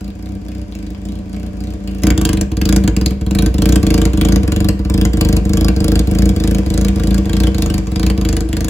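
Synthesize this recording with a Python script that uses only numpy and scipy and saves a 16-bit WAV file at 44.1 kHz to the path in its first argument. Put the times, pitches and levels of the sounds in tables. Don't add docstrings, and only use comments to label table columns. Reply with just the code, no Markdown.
import sys
import numpy as np
from scipy import signal
from scipy.fft import rfft, irfft, next_fast_len
from scipy.io import wavfile
from scipy.ndimage import uniform_filter1d

SR = 44100
rng = np.random.default_rng(int(sys.argv[2]) if len(sys.argv) > 2 else 0)


def pcm_store(signal):
    levels = np.round(np.clip(np.atleast_2d(signal), -1, 1) * 32767)
    wavfile.write(sys.argv[1], SR, levels.astype(np.int16).T)


N = 383229
CLOSE_FROM_S = 2.027

# start_s, end_s, drag_s, boom_db, crack_db, swell_db
POP_RUNS = [(-0.12, 0.0797, -0.0062, -17, -39, -3), (0.1538, 0.353, 0.0067, -18.5, -42, 0.0),
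            (0.416, 0.616, 0.0028, -18, -42, -0.5), (0.6819, 0.905, -0.0041, -18.5, -41.5, 5),
            (0.98, 1.19, 0.0037, -17, -41.5, 3), (1.259, 1.4655, 0.0035, -15.5, -40, 3),
            (1.534, 1.7385, 0.0037, -14.5, -38.5, 0), (1.8047, 2.022, -0.0006, -13.5, -39.5, 6),
            (1.898, 2.105, 0.0, -7.5, -19.5, 0.0), (2.1787, 2.413, -0.0037, -10, -22.5, -9.5),
            (2.518, 2.7639, 0.016, -9, -22, 9), (2.8396, 3.109, -0.0084, -8.5, -26.5, -9),
            (3.2127, 3.4625, 0.015, -9, -25, 8.5), (3.5432, 3.7593, 0.0068, -6.5, -20, 2.5),
            (3.831, 4.0546, -0.000039, -6.0, -19.5, -3.5), (4.1346, 4.3608, 0.0039, -6.5, -21.5, 1),
            (4.4338, 4.688, 0.0029, -8.5, -23.5, -1.5), (4.7937, 5.0526, 0.0198, -8.5, -25.5, 9.5),
            (5.1346, 5.3674, -0.00056, -6.5, -23.5, 0.5), (5.4539, 5.6848, 0.0044, -7, -24.5, 2.5),
            (5.7644, 5.9941, 0.0034, -7, -24, -1.0), (6.074, 6.2927, 0.0047, -7.5, -25.5, -1),
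            (6.364, 6.585, 0.0017, -8.5, -25.5, -5), (6.6637, 6.8848, 0.0038, -9.5, -25.0, -0.5),
            (6.9603, 7.1814, 0.0028, -9.5, -26.5, -3.0), (7.2573, 7.472, 0.0042, -10, -24.5, 2),
            (7.547, 7.7814, -0.0025, -10.5, -23, -4.5), (7.8716, 8.1014, 0.012, -11, -24, 4),
            (8.178, 8.4074, -0.003, -10, -25, -4.5), (8.4902, 8.723, 0.0016, -12.5, -25, -1.5)]
# boom_db, crack_db
SEVEN_BEATS = [(-1.5, -5.5), (-1, -2.5), (0.5, 1.3), (0.6, 2.5), (0.9, 1.5), (0.5, 2), (0.4, 2)]
# time_s, accent_db
HARD_POPS = [(.485, 5.5), (.753, 8), (1.054, 7), (1.605, 4), (1.878, 10), (2.253, 4.5), (2.417, 6),
             (2.879, 7.5), (3.062, 12), (3.352, 4), (3.388, 4.5), (3.622, 2.5), (4.689, 7.5), (5.212, 7.5),
             (7.624, 4.5), (8.293, 4), (8.369, 5.5), (8.532, 3)]
def firings(scatter_db=1, jitter_s=.0001, settle=1.7, stumble_s=2.92):
    along = np.linspace(0, 1, len(SEVEN_BEATS))
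    late = along * (1 - along) ** settle
    beat_boom, beat_crack = np.transpose(SEVEN_BEATS)
    pops = []
    for start, end, drag, boom_db, crack_db, swell_db in POP_RUNS:
        wobble, luck = rng.standard_normal((2, len(SEVEN_BEATS)))
        s = start + (end - start) * along + drag * late / late.max() + jitter_s * wobble
        swell = swell_db * (along - .5)
        accent = scatter_db * luck + sum(db * (abs(s - at) < .015) for at, db in HARD_POPS)
        boom = boom_db + beat_boom + 0.52 * swell + 0.18 * accent
        crack = crack_db + beat_crack + swell + accent
        heard = (s > 0) & ((s < CLOSE_FROM_S) == (end < CLOSE_FROM_S))
        fires = abs(s - stumble_s) > .015
        pops.append(np.transpose([s, boom, crack])[heard & fires])
    return np.concatenate(pops)


# pitch_hz, level_db, fade_s, change_when_far_db
PIPE_NOTES = [(53.2, 1, 0.2, -3.5), (65.7, 4, 0.14, -6), (96.3, -7, 0.36, -2.5), (106.3, -9.5, 0.17, -5),
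              (147, -6, 0.11, -9), (175.8, -5.5, 0.14, -8), (195.56, -5, 0.35, -1),
              (228.3, -5.5, 0.069, -4.5), (300, -1, 0.058, -4.5), (324.9, -7, 0.24, -7.5),
              (373, -25.5, 0.24, -17), (453.2, -13.5, 0.13, -10.5), (489.3, -17.5, 0.088, -8),
              (521, -31.5, 0.15, -17), (577, -19, 0.056, -12), (588.8, -25.5, 0.24, -3),
              (647, -29, 0.11, -4), (732.3, -23.5, 0.12, -6)]
def pipe_ring(far, low_cut_hz=43):
    t = np.arange(SR) / SR
    ring = sum((-1) ** k * amp(db + far * far_db - 60 * t / fade_s) * np.sin(2 * np.pi * hz * t)
               for k, (hz, db, fade_s, far_db) in enumerate(PIPE_NOTES))
    low_cut = signal.butter(4, low_cut_hz, "high", fs=SR, output="sos")
    gain = abs(np.fft.fft(signal.sosfilt(low_cut, ring)))
    log_gain = np.log(np.maximum(gain, gain.max() * 1e-4))
    return np.fft.ifft(np.exp(np.conj(signal.hilbert(log_gain)))).real[:SR // 2]


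def booms(pops, lag_s=0.00047, churn_db=-41, churn_s=0.023, gulp_db=-6.5, gulp_s=0.0032, bass_hz=125):
    t = np.arange(SR // 25) / SR
    pushes = amp(churn_db) * rng.standard_normal((len(pops), len(t))) * np.exp(-t / churn_s)
    pushes[:, 0] += 1
    is_far = (pops[:, 0] < CLOSE_FROM_S).astype(int)
    usual_db = [pops[is_far == far, 1].mean() for far in range(2)]
    bass, front = np.zeros((2, 2, N))
    for (s, db, _), push, far in zip(pops, pushes, is_far):
        force_db = db - usual_db[far]
        add(bass[far], s + lag_s, amp(db - 0.35 * force_db) * push)
        add(front[far], s + lag_s, amp(db + 0.21 * force_db) * push)
    drive = front + shaped(bass - front, lambda hz: 1 / (1 + (hz / bass_hz) ** 4))
    gulp = np.sin(np.pi * np.minimum(t / gulp_s, 1)) ** 2
    for (s, db, _), next_s, far in zip(pops, pops[1:, 0], is_far):
        if next_s - s > .062:
            add(drive[far], s + .49 * (next_s - s), -amp(db + gulp_db) * gulp / gulp.sum())
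    boom = sum(signal.oaconvolve(drive[far], pipe_ring(far))[:N] for far in range(2))
    upper_notes = shaped(boom, lambda hz: hz ** 8 / (hz ** 8 + 400. ** 8))
    upper_notes_db = walk(np.arange(N) / SR)[0]
    return boom + upper_notes * (amp(upper_notes_db) - 1)


# pitch_hz, level_db
CRACK_TONE = [(150, -22), (600, 11.5), (900, -7), (1600, -0.5), (2500, 2), (4000, 3), (5700, 0),
              (7200, 5.5), (8800, 1), (11500, 1.5), (14000, -3), (15700, -5), (16600, -37)]
def cracks(pops, level_db=4, rise_s=0.0016, fall_s=0.0026, grit_db=3, hard_above_db=-21, brighten=0.43):
    t = np.arange(-256, 1024) / SR
    burst = np.where(t < 0, np.exp(-(t / rise_s) ** 2), np.exp(-abs(t) / fall_s))
    noise, grit, swirls = rng.standard_normal((len(pops), 3, len(t))).transpose(1, 0, 2)
    grit = evened(uniform_filter1d(grit, size=14, axis=1))
    swirls = uniform_filter1d(swirls, size=26, axis=1)
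    swirls = evened(uniform_filter1d(swirls, size=12, axis=1))
    tone_db = 2.2 * swirls[:, :len(t) // 2 + 1]
    jets = irfft(rfft(noise * amp(grit_db * grit)) * amp(tone_db))
    below_treble = 1 / (1 + (np.fft.rfftfreq(len(t), 1 / SR) / 4500) ** 4)
    out = np.zeros(N)
    for (s, _, db), jet in zip(pops, jets):
        jet = irfft(rfft(jet) * amp(-brighten * max(db - hard_above_db, 0) * below_treble))
        add(out, s + t[0], amp(db) * evened(burst * jet) * np.sqrt(np.mean(burst ** 2)))
    return amp(level_db) * shaped(out, lambda hz: amp(read(CRACK_TONE, hz)))


def puffs(pops, level_db=-21, fall_s=0.018, pitch_hz=900, far_db=-8):
    t = np.arange(SR // 10) / SR
    flow = np.zeros(N)
    for s, db, _ in pops:
        add(flow, s, amp(db) * np.exp(-t / fall_s))
    noise = flow * rng.standard_normal(N) * when_far(far_db)
    return amp(level_db) * shaped(noise, lambda hz: 2 * (hz / pitch_hz) / (1 + (hz / pitch_hz) ** 2))


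# pitch_hz, width_hz, boost_db
METAL_NOTES = [(975, 130, 8.5), (1165, 80, 8.5), (1557, 220, 5.5), (2305, 130, 3.5), (2730, 75, 4),
               (3300, 420, 2), (4780, 910, 6), (6800, 290, 1.5)]
def metal_db(hz):
    return sum(db / (1 + (2 * (hz - pitch) / width) ** 2) for pitch, width, db in METAL_NOTES)


# pitch_hz, level_db
RUSTLE_TONE = [(20, -20), (120, 16.5), (500, 20), (850, 6.5), (1150, 0.5), (1500, 1), (2500, 2.5),
               (4000, -6.5), (7000, -3.5), (9000, -12.5), (12000, -16), (16000, -22)]
def valve_gear(pops, level_db=-44, far_db=-1, tap_db=-50, tap_s=0.0013, spread_db=6.0):
    quarter_beats = np.arange(0, len(pops) - 1, 1 / 4) + 1 / 8
    tap_times = np.interp(quarter_beats, np.arange(len(pops)), pops[:, 0])
    t, taps = np.arange(SR // 100) / SR, np.zeros(N)
    for s, size in zip(tap_times, rng.standard_normal(len(tap_times))):
        add(taps, s, amp(spread_db * size) * np.exp(-t / tap_s))
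    force = np.hypot(amp(level_db), amp(tap_db) * evened(taps))
    noise = force * rng.standard_normal((2, N))
    rustle = shaped(noise, lambda hz: amp(read(RUSTLE_TONE, hz) + metal_db(hz)))
    nearness = amp(walk(np.arange(N) / SR)[2]) * when_far(far_db)
    return evened(rustle) * np.sqrt(np.mean(force ** 2)) * nearness


# start_s, level_db
METAL_TICKS = [(0.1035, -29), (0.7238, -30), (0.9485, -30), (1.3454, -30)]
def ticks(boost_db=9, fall_s=0.00083, dull_hz=3000):
    t, out = np.arange(SR // 100) / SR, np.zeros(N)
    for s, db in METAL_TICKS:
        add(out, s, amp(db) * np.exp(-t / fall_s) * rng.standard_normal(len(t)))
    return amp(boost_db) * shaped(out, lambda hz: 1 / np.hypot(1, hz / dull_hz))


# time_s, upper_notes_db, treble_db, engine_nearness_db, right_lag_ms
LISTENER_WALK = [(0, 2, 0, 0.5, -0.053), (2, -1, -2, 3, -0.00016), (2.05, -0.5, 0.5, -3, -0.12),
                 (3, -2.5, -1.5, -3, -0.11), (3.998, -0.5, -2.5, 7, -0.038), (5, -2, -2.5, 0.5, 0.04),
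                 (5.599, 0.5, 1.5, 8.5, 0.011), (6.5, 1, -0.5, 9.5, 0.0018), (7.2, 0.5, -2, 10.5, -0.054),
                 (7.7, -0.5, -3.5, 8.5, -0.023), (8.2, -0.5, -3.5, 3.5, -0.11), (8.7, 0.5, 1, 8, -0.044)]
def walk(t):
    s, *columns = np.transpose(LISTENER_WALK)
    return [np.interp(t, s, column) for column in columns]


# pitch_hz, lead_radians
LEFT_LEAD = [(20, -0.5), (300, 0.47), (800, 0.45), (1700, 0.44), (2500, 2), (4000, 2), (5600, 5.5),
             (7000, 5.5), (8300, 4.5), (9200, 4), (11000, -0.5), (13200, -2.5), (15000, -6)]
def direct_sound(x, beam_hz=4500):
    hz, t, spectrum = signal.stft(x, SR, nperseg=512)
    _, treble_db, _, lag_ms = walk(t)
    treble = (hz ** 6 / (hz ** 6 + beam_hz ** 6))[:, None]
    phase = read(LEFT_LEAD, hz)[:, None] + 2 * np.pi * np.outer(hz, lag_ms / 1000) * (1 - treble)
    left = spectrum * amp(treble_db * treble)
    right = left * np.exp(-1j * phase)
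    return signal.istft(np.array([left, right]), SR, nperseg=512)[1][:, :N]


# pitch_hz, width_hz
SLOW_ROOM_NOTES = [(197, 118), (290, 255), (460, 70), (620, 81)]
def room_build_up(x):
    def delay(hz):
        detuning = [(pitch ** 2 - hz ** 2) + 1j * hz * width for pitch, width in SLOW_ROOM_NOTES]
        return np.prod([np.conj(d) / d for d in detuning], axis=0)
    return shaped(x, delay)


# time_s, boom_db, bark_db, honk_db
LOUD_AND_QUIET_SPOTS = [(0, 1, 1, -1), (.7, 0, 4.5, -4), (1.4, 1.5, 0.5, -2), (2, -5, 1, -5),
                        (2.059, 0, 5, 6), (2.8, 0.5, 2, -1), (3.2, 1, -1, 1), (3.75, 0, 2, 0.5),
                        (4.4, 0, 1, 2), (5.2, -0.5, -0.5, 0.5), (6.3, 0, -0.5, -4), (6.9, 0.5, 0, -1),
                        (7.6, 0.5, 0, 2), (8.1, 1, -1.5, 4.5), (8.4, -5, 3.5, -1.5), (8.7, 1, 5.5, 3)]
def swell_and_fade(x, boom_hz=195, bark_hz=320, honk_hz=980, width_hz=70, honk_width_hz=220):
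    s, *levels = np.transpose(LOUD_AND_QUIET_SPOTS)
    bands = [(boom_hz, width_hz), (bark_hz, width_hz), (honk_hz, honk_width_hz)]
    out = x.copy()
    for (pitch, width), db in zip(bands, levels):
        band = shaped(x, lambda hz: np.exp(-((hz - pitch) / width) ** 2))
        out += band * (amp(np.interp(np.arange(N) / SR, s, db)) - 1)
    return out


# delay_s, level_db
NEARBY_ECHOES = [(.0042, -2.5), (.0081, -6.5), (0.0123, -9), (0.0193, -9), (.024, -22)]
def early_echoes(x, dull_hz=4000, drift=.15):
    t = np.arange(N) / SR
    out = np.zeros((2, N))
    for s, db in NEARBY_ECHOES:
        for side in range(2):
            delay_s = s * (1 + drift * np.sin(2 * np.pi * (t / t[-1] + rng.random())))
            out[side] += amp(db) * np.interp(t - delay_s, t, x, left=0)
    return shaped(out, lambda hz: 1 / (1 + (hz / dull_hz) ** 2))


# pitch_hz, level_db
WALL_TONE = [(50, -50), (200, -13), (350, -1), (700, 0.5), (1200, -1), (2500, -2.5), (5000, -12.5),
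             (8000, -14), (11000, -20.5), (16000, -14)]
# pitch_hz, fade_s
WALL_FADE = [(100, 0.22), (1000, 0.82), (4000, 0.38), (8000, 0.29), (16000, 0.3)]
def garage(x, shared_below_hz=450, rise_s=0.014):
    hz, t, noise = signal.stft(rng.standard_normal((2, SR * 3 // 4)), SR, nperseg=256)
    same = (1 / (1 + (hz / shared_below_hz) ** 4))[:, None]
    noise[1] = same * noise[0] + np.sqrt(1 - same ** 2) * noise[1]
    fade = amp(-60 * t / read(WALL_FADE, hz)[:, None]) * (1 - np.exp(-t / rise_s))
    energy = (fade ** 2).sum(1, keepdims=True) * t[1] * SR
    fade *= amp(read(WALL_TONE, hz))[:, None] / np.sqrt(energy)
    tail = signal.istft(noise * fade, SR, nperseg=256)[1]
    return signal.oaconvolve(x[None], tail, axes=1)[:, :N]


def moving_garage(x, spots=4):
    spot = np.linspace(0, spots - 1, N)
    return sum(garage(x * np.cos(np.pi / 2 * np.clip(spot - k, -1, 1))) for k in range(spots))


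def amp(db):
    return 10 ** (np.asarray(db) / 20)


def evened(x):
    return x / np.sqrt(np.mean(x ** 2) + 1e-20)


def read(table, hz):
    pitch_hz, value = np.transpose(table)
    return np.interp(np.log(hz + 1), np.log(pitch_hz + 1), value)


def add(mix, start_s, sound):
    part = mix[max(round(start_s * SR), 0):][:len(sound)]
    part += sound[:len(part)]


def shaped(x, response):
    size = next_fast_len(N + 8192)
    return irfft(rfft(x, size) * response(np.fft.rfftfreq(size, 1 / SR)), size)[..., :N]


def when_far(db):
    return amp(db * (np.arange(N) < CLOSE_FROM_S * SR))


def scene(room_db=-4, far_room_db=4, far_gas_db=-3):
    pops = firings()
    gas_and_ticks = cracks(pops) + puffs(pops) + ticks()
    sharp = swell_and_fade(shaped(gas_and_ticks, lambda hz: amp(metal_db(hz))))
    boom = swell_and_fade(room_build_up(booms(pops)))
    direct = direct_sound(boom + sharp * when_far(far_gas_db))
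    room = amp(room_db) * moving_garage((boom + sharp) * when_far(far_room_db))
    return direct + early_echoes(sharp) + room + valve_gear(pops)


# pitch_hz, difference_db
LEFT_OVER_RIGHT = [(60, 0), (110, -1.5), (200, 0), (380, 0.5), (700, 1.5), (1290, 1.5), (2380, -0.5),
                   (4400, 3), (8120, 3.5), (15000, -1.5)]
def record(dry):
    x = shaped(dry, lambda hz: amp(np.outer([.5, -.5], read(LEFT_OVER_RIGHT, hz))))
    rounded = x / (1 + x ** 8) ** (1 / 8)
    treble_cut = signal.firwin(255, cutoff=16500, window=("kaiser", 9), fs=SR)
    return signal.oaconvolve(rounded, treble_cut[None], "same")


dry = scene()
out = record(dry)
pcm_store(out)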